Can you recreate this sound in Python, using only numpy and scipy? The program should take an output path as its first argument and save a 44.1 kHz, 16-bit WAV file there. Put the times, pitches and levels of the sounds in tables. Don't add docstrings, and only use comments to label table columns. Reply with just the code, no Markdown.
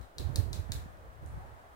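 import sys
import numpy as np
from scipy import signal
from scipy.fft import rfft, irfft
from scipy.io import wavfile
from scipy.ndimage import uniform_filter1d

SR = 44100
rng = np.random.default_rng(int(sys.argv[2]) if len(sys.argv) > 2 else 0)


def unload_audio(sound):
    columns = np.transpose(np.atleast_2d(sound))
    steps = np.round(np.clip(columns, -1, 1) * 32767)
    wavfile.write(sys.argv[1], SR, steps.astype(np.int16))


N = 77175
TIME = np.arange(N) / SR


def amp(db):
    return 10 ** (np.asarray(db) / 20)


def unit_rms(x):
    return x / np.sqrt(np.mean(x ** 2) + 1e-20)


def at_hz(table, hz):
    table_hz, value = np.transpose(table)
    return np.interp(np.log(hz + 1), np.log(table_hz + 1), value)


def envelope(table):
    return amp(np.interp(TIME, *np.transpose(table)))


def add(mix, start_s, sound):
    part = mix[max(round(start_s * SR), 0):][:len(sound)]
    part += sound[:len(part)]


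def noise(spectrum):
    gain = amp(at_hz(spectrum, np.fft.rfftfreq(N, 1 / SR)))
    return unit_rms(irfft(rfft(rng.standard_normal(N)) * gain, N))


def impulse(gain_db):
    log_gain = np.log(amp(np.r_[gain_db, gain_db[-2:0:-1]]))
    return np.fft.ifft(np.exp(np.conj(signal.hilbert(log_gain)))).real


# (frequency [Hz], relative level [dB])
ROOM_TONE_SPECTRUM = [(40, 6), (200, -6.5), (450, -0.5), (680, 3), (950, 0), (1300, 0), (1900, -6.5),
                      (2800, -18.5), (4500, -24), (9000, -26), (16000, -31)]
# (time [s], level [dB])
ROOM_TONE_LEVEL = [(0, -56), (.15, -60), (.28, -52.5), (.45, -56), (.75, -54), (.97, -56.5), (1.08, -56),
                   (1.19, -57.5), (1.4, -53.5), (1.55, -55.5), (1.75, -56.5)]
# (frequency [Hz], correlation [-1..1])
ROOM_TONE_CORRELATION = [(100, 0.51), (300, 0.74), (650, 0.21), (1300, -0.69), (3000, 0.12), (7000, -0.14)]


def room_tone():
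    left, independent = noise(ROOM_TONE_SPECTRUM), noise(ROOM_TONE_SPECTRUM)
    likeness = np.clip(at_hz(ROOM_TONE_CORRELATION, np.fft.rfftfreq(N, 1 / SR)), -1, 1)
    right = irfft(likeness * rfft(left) + np.sqrt(1 - likeness ** 2) * rfft(independent), N)
    return envelope(ROOM_TONE_LEVEL) * np.array([left, right])


# (frequency [Hz], relative level [dB])
HISS_SPECTRUM = [(500, -44), (3000, 10.5), (6000, -4), (8700, 1.5), (11000, -4.5), (15500, 4)]


def hiss(level_db=-72.5):
    return amp(level_db) * np.array([noise(HISS_SPECTRUM), noise(HISS_SPECTRUM)])


# (time [s], centre [Hz], level [dB])
DRONE_DRIFT = [(0, 700, -69), (.5, 618.4, -59.5), (0.851, 650, -78), (1.069, 517.7, -57), (1.2, 646, -79),
               (1.441, 860.7, -58.5), (1.55, 801, -68.5), (1.66, 702.5, -60.5), (1.75, 691, -75)]


def drone(width_hz=180):
    times, centre_hz, db = np.transpose(DRONE_DRIFT)
    carrier = np.exp(2j * np.pi * np.cumsum(np.interp(TIME, times, centre_hz)) / SR)
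    lowpass = signal.butter(2, width_hz / 2, fs=SR)
    real, imag = signal.lfilter(*lowpass, rng.standard_normal((2, 3, N)))
    shared, left, right = ((real + 1j * imag) * carrier).real
    return envelope(np.c_[times, db]) * unit_rms(np.array([shared + left, shared + right]))


# (frequency [Hz], relative level [dB])
RUMBLE_SPECTRUM = [(15, -28), (35, -10), (60, 5), (85, 2.5), (115, -2), (170, -16), (250, -23.5),
                   (450, -32.5), (900, -34), (3000, -73)]
FLUTTER_SPECTRUM = [(80, -93), (170, -11.5), (320, 1), (500, -4.5), (800, -18), (1500, -26), (4000, -35)]
# (time [s], level [dB])
RUMBLE_LEFT_LEVEL = [(0, -37), (.05, -48), (.12, -80), (.21, -65), (.4, -63), (.52, -73), (.68, -59),
                     (.77, -42.5), (.86, -47), (1.09, -55.5), (1.17, -49), (1.3, -47), (1.37, -40),
                     (1.47, -53.5), (1.58, -60.5), (1.75, -59)]
RUMBLE_RIGHT_LEVEL = [(0, -79), (.14, -67), (.2, -33.5), (.26, -36.5), (.34, -35), (.4, -28.5),
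                      (.52, -34.5), (.65, -40), (.76, -34.5), (.84, -44), (.94, -57.5), (1.08, -48),
                      (1.149, -74), (1.238, -38), (1.38, -47), (1.56, -48.5), (1.63, -71), (1.75, -58)]
FLUTTER_LEFT_LEVEL = [(0, -75), (.12, -68), (.18, -57.5), (.203, -40.5), (.24, -57.5), (0.407, -43.5),
                      (.46, -55.5), (.5, -52.5), (.57, -51), (.595, -49), (.64, -60), (0.731, -58.5),
                      (0.901, -64), (1.19, -81), (1.23, -55), (1.28, -69), (1.335, -58.5), (1.5, -64),
                      (1.75, -78)]
FLUTTER_RIGHT_LEVEL = [(0, -66), (.12, -99), (.2, -60), (.41, -55.5), (.65, -67), (.71, -54), (.79, -60.5),
                       (1.09, -67), (1.16, -73), (1.381, -63), (1.6, -94), (1.75, -94)]
# (time [s], level [dB], frequency [Hz], half length [s], port [0 left, 1 right])
AIR_PUFFS = [(.261, -21.5, 76.8, 0.015, 1), (.3, -27, 114, 0.0094, 1), (.395, -16, 78, 0.0097, 1),
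             (.402, -33, 228, 0.0037, 0), (0.562, -38.5, 175, 0.01, 1), (.598, -27, 81, 0.0041, 0),
             (.6, -25.5, 79, 0.013, 1), (.698, -30.5, 176, 0.0034, 1), (0.707, -23, 76.6, 0.0072, 1),
             (.77, -34.5, 75, 0.013, 0), (.861, -32.5, 139, 0.0026, 1), (1.093, -38.5, 59.5, 0.011, 0),
             (1.089, -44, 57.7, 0.0094, 1), (1.345, -31, 86, 0.0068, 0), (1.378, -32, 128, 0.0073, 1)]


def air_buffeting():
    out = np.zeros((2, N))
    levels = [(RUMBLE_LEFT_LEVEL, FLUTTER_LEFT_LEVEL), (RUMBLE_RIGHT_LEVEL, FLUTTER_RIGHT_LEVEL)]
    for channel, (rumble_level, flutter_level) in zip(out, levels):
        rumble = noise(RUMBLE_SPECTRUM)
        rumble /= np.sqrt(uniform_filter1d(rumble ** 2, 1300) + 0.069)
        channel += envelope(rumble_level) * rumble + envelope(flutter_level) * noise(FLUTTER_SPECTRUM)
    for centre_s, db, hz, half_s, port in AIR_PUFFS:
        t = TIME - centre_s
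        out[int(port)] -= amp(db) * np.exp(-(t / half_s) ** 2) * np.sin(2 * np.pi * hz * t)
    return out


# (frequency [Hz], relative level [dB])
RUB_SPECTRUM = [(1500, 28), (3200, -10), (4100, 15), (6000, -24), (8700, 16), (12000, -42), (16000, -51)]
# (time [s], level [dB])
FINGER_RUB_LEVEL = [(0, -61), (.12, -70), (.3, -68.5), (.6, -89), (1.2, -76), (1.27, -62), (1.45, -70),
                    (1.75, -77)]


def finger_rub():
    return envelope(FINGER_RUB_LEVEL) * np.array([noise(RUB_SPECTRUM), noise(RUB_SPECTRUM)])


def treble_tilt(hz, db_per_octave, corner_hz=3970):
    return db_per_octave * np.log2(np.maximum(hz / corner_hz, 1))


# (frequency [Hz], t60 [s])
TAIL_T60 = [(500, 1), (4000, 0.33), (8000, 0.33), (16000, 0.33)]
# (frequency [Hz], relative level [dB])
TAIL_COLOUR = [(1000, -4), (3100, 7), (3800, 0.5), (5500, -1), (8000, -2.5), (11000, 2.5), (15500, 4.5)]
# (nominal delay [s], gain [dB])
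NEAR_ECHOES = [(.0034, -10.5), (.0062, -17), (0.0114, -24), (0.0135, -24)]


def path_to_port(tail_db, tail_tilt, lag_s=0, direct_db=0, shadow_tilt=0):
    t = np.arange(SR // 2) / SR
    hz, frame_s, bands = signal.stft(rng.standard_normal(len(t)), SR, nperseg=256)
    bands *= amp(-60 * frame_s / at_hz(TAIL_T60, hz)[:, None])
    colour = amp(tail_db + at_hz(TAIL_COLOUR, hz) + treble_tilt(hz, tail_tilt))[:, None]
    opening = np.where(t < 0.012, amp(-4), 1)
    plain_tail, tail = opening * signal.istft(np.array([bands, colour * bands]), SR)[1][:, :len(t)]
    tail /= np.linalg.norm(plain_tail)
    scatter_db, scatter_decay_s, gap_s = -10, 0.0035, 0.0007
    scatter = rng.standard_normal(len(t)) * np.exp(-t / scatter_decay_s)
    scatter *= amp(scatter_db) / np.linalg.norm(scatter)
    path = (tail + scatter) * (t > gap_s)
    add(path, lag_s, impulse(direct_db + treble_tilt(hz, shadow_tilt)))
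    for delay_s, db in NEAR_ECHOES:
        add(path, delay_s * rng.uniform(0.83, 1.04), amp([db]))
    return path


# (frequency [Hz], relative level [dB])
CLICK_SPECTRUM = [(300, -11), (1000, -12.5), (1700, -18.5), (2500, -12.5), (3150, -21), (3900, -1),
                  (4700, -3.5), (5500, -4), (7500, -4.5), (9000, -8), (12000, -14.5), (16000, -17.5)]
# (nominal frequency [Hz], relative level [dB], t60 [s])
SHELL_MODES = [(3730, -44.5, 0.021), (3970, -32.5, 0.0098), (4370, -38.5, 0.011)]


def nail_contact(click_tilt, knock_db, ring_db, pitch, lead_s, graze_db, size=4096):
    hz, t = np.fft.rfftfreq(size, 1 / SR), np.arange(size) / SR
    click = impulse(at_hz(CLICK_SPECTRUM, hz / pitch) + treble_tilt(hz, click_tilt))
    modes = [(f * pitch, db + ring_db, t60) for f, db, t60 in SHELL_MODES]
    modes.append((1743, knock_db - 36, 0.0083))
    hit = click + sum(amp(db - 60 * t / t60) * np.cos(2 * np.pi * f * t) for f, db, t60 in modes)
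    contact = amp(graze_db) * hit
    add(contact, lead_s, hit)
    return contact


# (time [s], level [dB], click tilt [dB/octave], knock [dB], ring [dB], pitch [ratio],
#  graze lead [s], graze [dB], room tail [dB], tail tilt [dB/octave])
NAIL_TAPS = [(0.0138, -27.5, 3, 0, 7.5, 0.96, .001, -3, 7, -1),
             (.1836, -1.5, -3, -3, 5.5, 1.023, .00025, -21, 0, 2),
             (0.359, 5.5, 1.7, 1, 0.5, 1.04, .00023, -14, -3, -0.5),
             (0.5315, 1, -2.2, -11, -8, 0.99, .002, -9, 1, 1.5),
             (0.7201, 5, 0, 3, -5, 0.992, .00028, -15.5, -1.5, 0.5),
             (.972, -31, -3, -4, -0.5, 1.0, .001, -8, -5, -2),
             (1.2615, -21.5, 0.5, 0, -5, 1.07, .00012, -3.5, 4, 0)]


def nail_taps(gain_db=-8.5, room_db=-1.5):
    out = np.zeros((2, N))
    for hit_s, db, click_tilt, knock_db, ring_db, pitch, lead_s, graze_db, tail_db, tail_tilt in NAIL_TAPS:
        contact = amp(gain_db + db) * nail_contact(click_tilt, knock_db, ring_db, pitch, lead_s, graze_db)
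        left = path_to_port(room_db + tail_db, tail_tilt)
        right = path_to_port(room_db + tail_db, tail_tilt, lag_s=0.00018, direct_db=-1.5, shadow_tilt=-2)
        for channel, path in zip(out, (left, right)):
            add(channel, hit_s - lead_s, signal.fftconvolve(contact, path))
    return out


def scene():
    return nail_taps() + finger_rub() + air_buffeting() + room_tone() + hiss() + drone()


def record(dry, cutoff_hz=15950):
    lowpass = signal.firwin(511, cutoff_hz, window=("kaiser", 9), fs=SR)
    return signal.oaconvolve(dry, lowpass[None], "same")


dry = scene()
out = record(dry)
unload_audio(out)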